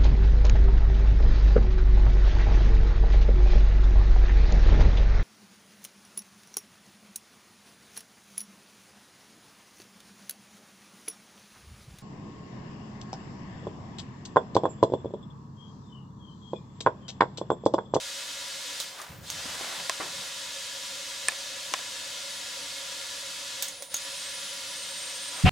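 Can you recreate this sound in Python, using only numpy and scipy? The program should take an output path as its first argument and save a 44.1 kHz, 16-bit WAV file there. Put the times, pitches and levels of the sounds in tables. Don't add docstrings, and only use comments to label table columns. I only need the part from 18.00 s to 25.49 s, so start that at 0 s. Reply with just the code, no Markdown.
import sys
import numpy as np
from scipy import signal
from scipy.fft import rfft, irfft, next_fast_len
from scipy.io import wavfile

SR = 44100
rng = np.random.default_rng(int(sys.argv[2]) if len(sys.argv) > 2 else 0)


def dump_mix(stems):
    frames = np.atleast_2d(stems).T
    limited = np.clip(frames, -1, 1)
    pcm = np.round(limited * 32767).astype(np.int16)
    wavfile.write(sys.argv[1], SR, pcm)


N = 330485
TIME = np.arange(N) / SR
PADDED = next_fast_len(N)
FREQS = np.maximum(np.fft.rfftfreq(PADDED, 1 / SR), 1)

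# f/Hz, level/dB
BACKGROUND_COLOUR = [(20, -3), (70, 8), (200, 0), (400, 3), (1500, -3), (6000, -23), (15000, 3)]
# f/Hz, likeness (0 to 1)
LEFT_RIGHT_LIKENESS = [(60, 1), (300, 0.78), (550, 0.8), (1000, 0.55), (2500, 0.8), (5000, 0.79),
                       (9000, 0.89), (15000, 0.85)]

# f/Hz, level/dB
RUSTLE_COLOUR = [(60, -27), (200, -9), (400, -8), (650, -2), (1700, -2), (2500, -6.5), (6000, -14),
                 (11000, -16), (15000, -30)]
# f/Hz, level/dB
RUMBLE_COLOUR = [(25, -34), (45, -24), (70, 0.5), (110, -5), (135, -3.5), (170, 3), (210, -11), (500, -20),
                 (2000, -83)]
# start t/s, swell t/s, length with swell t/s, level/dB
SLIDES = [(0, .1, 2.25, -56), (0.908, 0.11, 0.11, -44.5), (1.217, 0.41, 0.56, -42), (1.95, .05, 0.3, -53.5),
          (7.25, 0.16, .24, -43.5)]
# start t/s, length t/s, level/dB
PRESSES = [(1.083, 0.15, -47.5), (1.293, 0.245, -56.5), (1.77, .06, -58), (2.03, .17, -59.5)]
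# start t/s, level/dB, bottom f/Hz, top f/Hz, time to die by 60 dB t/s
SCUFFS = [(.995, -41, 940, 1400, 0.18), (1.455, -48, 192, 340, 0.1), (1.608, -32, 240, 1100, .05),
          (2.0, -30.5, 223, 2020, 0.26), (2.19, -48, 90, 262, 0.069), (3.72, -49, 200, 420, 0.067)]
# f/Hz, level/dB
THUD_COLOUR = [(20, -12), (45, -12), (70, 6), (125, 4), (175, -2.5), (225, -14.5), (400, -25), (1000, -66)]
# f/Hz, level/dB
SCRAPE_COLOUR = [(200, -9), (550, 0), (950, -4), (1900, -5.5), (2700, 1), (3600, -11), (5200, -19),
                 (7000, -65), (15000, -55)]

# ring level/dB, snap level/dB
CASE_CLICKS = [(1.8963, -15, 1080, -3.5, -24), (3.2844, -14.2, 1850, .5, 5.5), (3.32, -31, 1800, -9, -20),
               (3.7381, -13.5, 1300, -4, -15), (3.79, -28.5, 1300, -10, -20)]
# f/Hz, level/dB
CASE_COLOUR = [(100, -33), (300, -13), (700, -5), (1700, -1.5), (2700, -1), (4500, -1.5), (8500, -4.5),
               (12000, -15), (15000, -34)]
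# f/Hz, relative level/dB
CASE_MODES = [(670, 2.5), (1050, -1), (1750, 0), (2470, -2)]

# ring level/dB, workshop tail level/dB, tank knock level/dB
TICKS = [(0.8015, -21.5, 3900, -5, -11.5, -17), (.984, -40, 3900, -12, -16, -23),
         (1.016, -34, 9000, -10, -12, -22), (1.3016, -21, 6200, -14, -17, -34),
         (5.6239, -17.5, 11700, -4, -11, -37), (5.683, -34.5, 7900, 8, -14, -30),
         (5.806, -47.5, 3600, -12, -16, 5), (5.8232, -28, 9900, -5.5, -12, -8),
         (5.9428, -17, 6230, -4.5, -21, -45), (5.966, -33, 6500, 4, -25, -40)]
# f/Hz, level/dB
TICK_COLOUR = [(200, -35), (550, -4), (2500, 0), (3600, 8.5), (5000, 4), (6500, 8), (10000, -1),
               (11500, -3), (12700, 0), (15500, -3.5)]
# f/Hz, relative level/dB, time to die by 60 dB t/s
COUPLING_MODES = [(3420, 2, .05), (4050, -2, 0.05), (6490, 4, 0.052), (6920, -4, 0.11), (8870, 3, 0.035),
                  (10350, -0.5, .05), (12400, -2, 0.033), (13250, -14, .13), (15550, -4, .1)]

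# t/s, f/Hz, level/dB before a shared gain
THIN_WHISTLE = [(0.1, 12698, -69), (0.234, 12827, -67), (0.396, 12796, -73), (0.528, 13216, -67),
                (0.59, 13851, -69), (0.694, 13855, -63), (0.748, 13978, -78), (0.808, 14084, -66),
                (0.96, 14702, -67), (1.506, 14606, -67), (1.72, 14790, -72)]
# start t/s, length t/s, starting f/Hz, glide/(Hz per s), level/dB
PEEPS = [(4.29, 0.11, 9700, 2300, -53), (4.56, .08, 9750, 5000, -56), (4.76, .07, 10900, 2000, -56),
         (4.96, 0.45, 9850, 1052, -57), (6.75, 0.68, 8760, -1, -46)]
# t/s, f/Hz, level/dB before a shared gain
FOAM_SAG = [(5.69, 9862, -56), (5.88, 9532, -56), (5.9, 9617, -54)]
# t/s, f/Hz, level/dB before a shared gain
FOAM_SWOOP = [(6.0, 9565, -55), (6.086, 10260, -57), (6.27, 8170, -48), (6.316, 8900, -56),
              (6.336, 9606, -52), (6.488, 9760, -53), (6.654, 10400, -58), (6.73, 10000, -51)]

# f/Hz, level/dB
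JET_COLOUR = [(40, -26.5), (70, -14), (230, -18), (400, -21), (800, -23.5), (1500, -7.5), (2300, -5),
              (3300, -0.5), (4500, 0), (6500, -3), (8200, -7.5), (10300, -12), (13000, -20), (15500, -26.5)]
# f/Hz, width f/Hz, lift level/dB
TANK_MODES = [(186.4, 21.6, 8), (285.7, 22, 14), (498.5, 29, 15.5), (552, 47, 25), (611.5, 11, 20),
              (720, 156, 13), (924, 73, 16.5), (986, 31.6, 21.5), (1145, 200, 9), (1392, 87, 9.5),
              (1653, 40, 7.5), (1719, 22, 13), (1865, 120, 4), (2062, 65, 5.5), (2163, 33, 10.5),
              (2520, 38, 6.5), (2605, 53, 6.5), (2955, 24, 8.5), (3150, 14, 9), (3294, 28, 7),
              (3405, 22, 7.5), (3676, 8.3, 12), (3806, 34, 7), (4060, 13, 9), (6000, 15, -2),
              (6520, 32, -7), (6910, 200, 3.5), (8240, 370, 5.5)]
# t/s, level/dB
LOW_MODES = [(0, -.8), (2.6, -.3), (4.2, 1.3), (5.6, 0)]
# starts to close t/s, starts to open t/s, recovery time constant t/s
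CHOKES = [(0.823, 1.219, 0.044), (5.655, 5.892, 0.032)]


def from_db(db):
    return 10 ** (np.asarray(db) / 20)


def rms_one(x):
    return x / np.sqrt(np.mean(x ** 2) + 1e-20)


def in_time(rows):
    s, *columns = np.transpose(rows)
    return [np.interp(TIME, s, c) for c in columns]


def over_hz(points):
    hz, value = np.transpose(points)
    return np.interp(np.log(FREQS), np.log(hz), value)


def wander(steps, size=N):
    knots = rng.standard_normal(8192)
    return rms_one(np.interp(np.linspace(0, steps, size), np.arange(len(knots)), knots))


def drift(per_s):
    return wander(per_s * N / SR)


def noise(gain):
    mid, side = rfft(rng.standard_normal((2, PADDED)))
    alike = np.clip(over_hz(LEFT_RIGHT_LIKENESS), 0, 1)
    both = np.sqrt(1 + alike) * mid + np.sqrt(1 - alike) * side * [[1], [-1]]
    return rms_one(irfft(both * gain, PADDED)[:, :N])


def coloured_noise(colour):
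    return noise(from_db(over_hz(colour)))


def panned(x, pan_db):
    return x * from_db([[pan_db / 2], [-pan_db / 2]])


def tone(hz):
    return np.sqrt(2) * np.sin(2 * np.pi * np.cumsum(hz) / SR)


def dying(age, t60):
    return (age >= 0) * from_db(-60 * np.maximum(age, 0) / t60)


def stroke(s, attack_s, length_s, release_t60):
    age = TIME - s
    swell = np.sin(np.pi / 2 * np.clip(age / attack_s, 0, 1)) ** 2
    return swell * dying(np.maximum(age - length_s, 0), release_t60)


def after(s):
    span = slice(int(s * SR), int((s + .5) * SR))
    return span, TIME[span] - TIME[span][0]


def ringing(age, hz, t60):
    return dying(age, t60) * np.cos(2 * np.pi * hz * age)


def struck_at(hz, focus_hz, octaves):
    return 1 / (1 + (np.log2(hz / focus_hz) / octaves) ** 2)


def workshop_background(level_db=-62.5):
    return from_db(level_db) * coloured_noise(BACKGROUND_COLOUR)


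def handling(slide_release_t60=0.56, press_attack_s=0.015, press_release_t60=0.4, grip_db=1.5):
    sliding = sum(from_db(db) * stroke(s, swell_s, length_s, slide_release_t60)
                  for s, swell_s, length_s, db in SLIDES)
    pressing = sum(from_db(db) * stroke(s, press_attack_s, length_s, press_release_t60)
                   for s, length_s, db in PRESSES)
    rustle = sliding * from_db(grip_db * drift(150)) * coloured_noise(RUSTLE_COLOUR)
    rumble = pressing * coloured_noise(RUMBLE_COLOUR)
    return rustle + rumble


def scuffs(rise_s=0.0019):
    out, grain = np.zeros((2, N)), noise(1)
    for s, db, bottom_hz, top_hz, t60 in SCUFFS:
        span, age = after(s)
        band = signal.butter(2, [bottom_hz, top_hz], "band", fs=SR, output="sos")
        puff = rms_one(signal.sosfiltfilt(band, grain[:, span]))
        soft_start = 1 - np.exp(-age / rise_s)
        out[:, span] += from_db(db) * puff * dying(age, t60) * soft_start
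    return out


def microphone_bump(bump_s=7.434, thud_db=-7.5, thud_attack_s=0.011, thud_t60=0.25,
                    drag_s=7.448, drag_attack_s=0.017, drag_length_s=0.05, drag_release_t60=0.56,
                    scrape_db=-20.5, slip_db=0.0, squeak_db=-24, squeak_hz=745, squeak_waver_hz=12):
    knocking = stroke(bump_s, thud_attack_s, thud_attack_s, thud_t60)
    dragging = stroke(drag_s, drag_attack_s, drag_length_s, drag_release_t60)
    thud = knocking * from_db(thud_db) * coloured_noise(THUD_COLOUR)
    scrape = dragging * from_db(scrape_db + slip_db * drift(280)) * coloured_noise(SCRAPE_COLOUR)
    squeak = dragging * from_db(squeak_db) * tone(squeak_hz + squeak_waver_hz * drift(100))
    return thud + scrape + squeak


def case_clicks(split_hz=3000, low_t60=0.024, high_t60=0.0067, ring_t60=0.028, focus_octaves=0.45,
                snap_hz=8600, snap_width_hz=1900, tail_db=-25, tail_t60=0.48, rise_s=0.00008, lowest_hz=170):
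    out, grain = np.zeros((2, N)), coloured_noise(CASE_COLOUR)
    low = signal.sosfiltfilt(signal.butter(2, split_hz, fs=SR, output="sos"), grain)
    high = grain - low
    snap = noise(1 / (1 + (2 * (FREQS - snap_hz) / snap_width_hz) ** 2) ** 2)
    for s, db, focus_hz, ring_db, snap_db in CASE_CLICKS:
        span, age = after(s)
        treble = (high[:, span] + from_db(snap_db) * snap[:, span]) * dying(age, high_t60)
        shell = low[:, span] * (dying(age, low_t60) + from_db(tail_db) * dying(age, tail_t60))
        ring = sum(from_db(mode_db) * struck_at(hz, focus_hz, focus_octaves) * ringing(age, hz, ring_t60)
                   for hz, mode_db in CASE_MODES)
        click = treble + shell + from_db(ring_db) * ring
        soft_start = 1 - np.exp(-age / rise_s)
        out[:, span] += from_db(db) * click * soft_start
    return signal.sosfilt(signal.butter(2, lowest_hz, "high", fs=SR, output="sos"), out)


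def coupling_ticks(crack_t60=0.007, echo_s=0.00247, echo_db=-8, room_t60=0.18, focus_octaves=0.15,
                   knock_hz=550, knock_t60=0.049):
    out, grain = np.zeros((2, N)), coloured_noise(TICK_COLOUR)
    for s, db, focus_hz, ring_db, tail_db, knock_db in TICKS:
        span, age = after(s)
        echo = from_db(echo_db) * dying(age - echo_s, crack_t60)
        crack = np.hypot(dying(age, crack_t60), echo)
        tail = from_db(tail_db) * dying(age, room_t60)
        burst = grain[:, span] * np.hypot(crack, tail)
        ring = sum(from_db(mode_db) * struck_at(hz, focus_hz, focus_octaves) * ringing(age, hz, t60)
                   for hz, mode_db, t60 in COUPLING_MODES)
        knock = from_db(knock_db) * ringing(age, knock_hz, knock_t60)
        out[:, span] += from_db(db) * (burst + from_db(ring_db) * ring + knock)
    return panned(out, pan_db=-3.0)


def whistle(hz, gain, waver_hz, jitter_hz, flicker_db, halo_db=-13):
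    hz = hz + waver_hz * (drift(45) + drift(12))
    line = tone(hz + jitter_hz * drift(1000))
    halo = from_db(halo_db) * drift(700) * tone(hz)
    flicker = from_db(flicker_db * drift(70))
    return gain * flicker * rms_one(line + halo)


def whistle_envelope(s, length_s):
    return stroke(s, attack_s=0.018, length_s=length_s, release_t60=0.1)


def long_note(rows, gain_db):
    hz, level_db = in_time(rows)
    start_s, end_s = rows[0][0], rows[-1][0]
    return hz, from_db(level_db + gain_db) * whistle_envelope(start_s, end_s - start_s)


def pinhole():
    notes = [long_note(FOAM_SAG + FOAM_SWOOP, gain_db=4.5)]
    for s, length_s, start_hz, glide_hz_per_s, db in PEEPS:
        hz = start_hz + glide_hz_per_s * np.clip(TIME - s, 0, length_s)
        notes.append((hz, from_db(db) * whistle_envelope(s, length_s)))
    pitches, gains = zip(*notes)
    pitch = np.choose(np.argmax(gains, axis=0), pitches)
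    foam = whistle(pitch, np.max(gains, axis=0), waver_hz=50, jitter_hz=100, flicker_db=2.4)
    thin_hz, thin_gain = long_note(THIN_WHISTLE, gain_db=2.0)
    thin = whistle(thin_hz, thin_gain, waver_hz=18, jitter_hz=25, flicker_db=2.5, halo_db=-14)
    return panned(thin + foam, pan_db=-3.0)


def flow(closing_db_per_s=66, most_loss_db=22):
    flow_db = np.zeros(N)
    for closes, opens, recovery_s in CHOKES:
        closing_s = np.minimum(TIME, opens) - closes
        loss_db = np.clip(closing_db_per_s * closing_s, 0, most_loss_db)
        flow_db -= loss_db * np.exp(-np.maximum(TIME - opens, 0) / recovery_s)
    return flow_db


def tank_response(ripple_db, mode_spacing_hz):
    strong = sum((from_db(db) ** 2 - 1) / (1 + (2 * (FREQS - hz) / width) ** 2) ** 2
                 for hz, width, db in TANK_MODES)
    shared, left, right = [wander(SR / 2 / mode_spacing_hz, size=len(FREQS)) for _ in range(3)]
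    ripple = np.tanh(shared + 1.5 * np.array([left, right])) * np.minimum(FREQS / 1200, 1)
    thicket = from_db(ripple_db * ripple) ** 2
    return np.sqrt(np.maximum(strong + thicket, 1e-3))


def air(hiss_db=-37.0, boom_db=-51.5, boom_hz=800, boom_follow=0.3, flutter_db=0.16):
    flow_db = flow()
    colour = from_db(over_hz(JET_COLOUR)) * tank_response(ripple_db=4.5, mode_spacing_hz=23.93)
    low_share = 1 / (1 + (FREQS / boom_hz) ** 6)
    hiss_level_db = hiss_db + flow_db + flutter_db * drift(25)
    hiss = from_db(hiss_level_db) * noise(colour * np.sqrt(1 - low_share))
    boom_level_db = boom_db + in_time(LOW_MODES)[0] + boom_follow * flow_db
    boom = from_db(boom_level_db) * noise(colour * np.sqrt(low_share))
    return panned(hiss, pan_db=0.56) + panned(boom, pan_db=-0.3)


def scene():
    camera = handling() + scuffs() + microphone_bump() + case_clicks()
    tank = coupling_ticks() + pinhole() + air()
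    return workshop_background() + camera + tank


def record(dry, ceiling=0.6, cutoff_hz=15900):
    rounded = ceiling * np.tanh(dry / ceiling)
    return signal.sosfilt(signal.ellip(10, .1, 80, cutoff_hz, fs=SR, output="sos"), rounded)


dry = scene()
out = record(dry)
dump_mix(out)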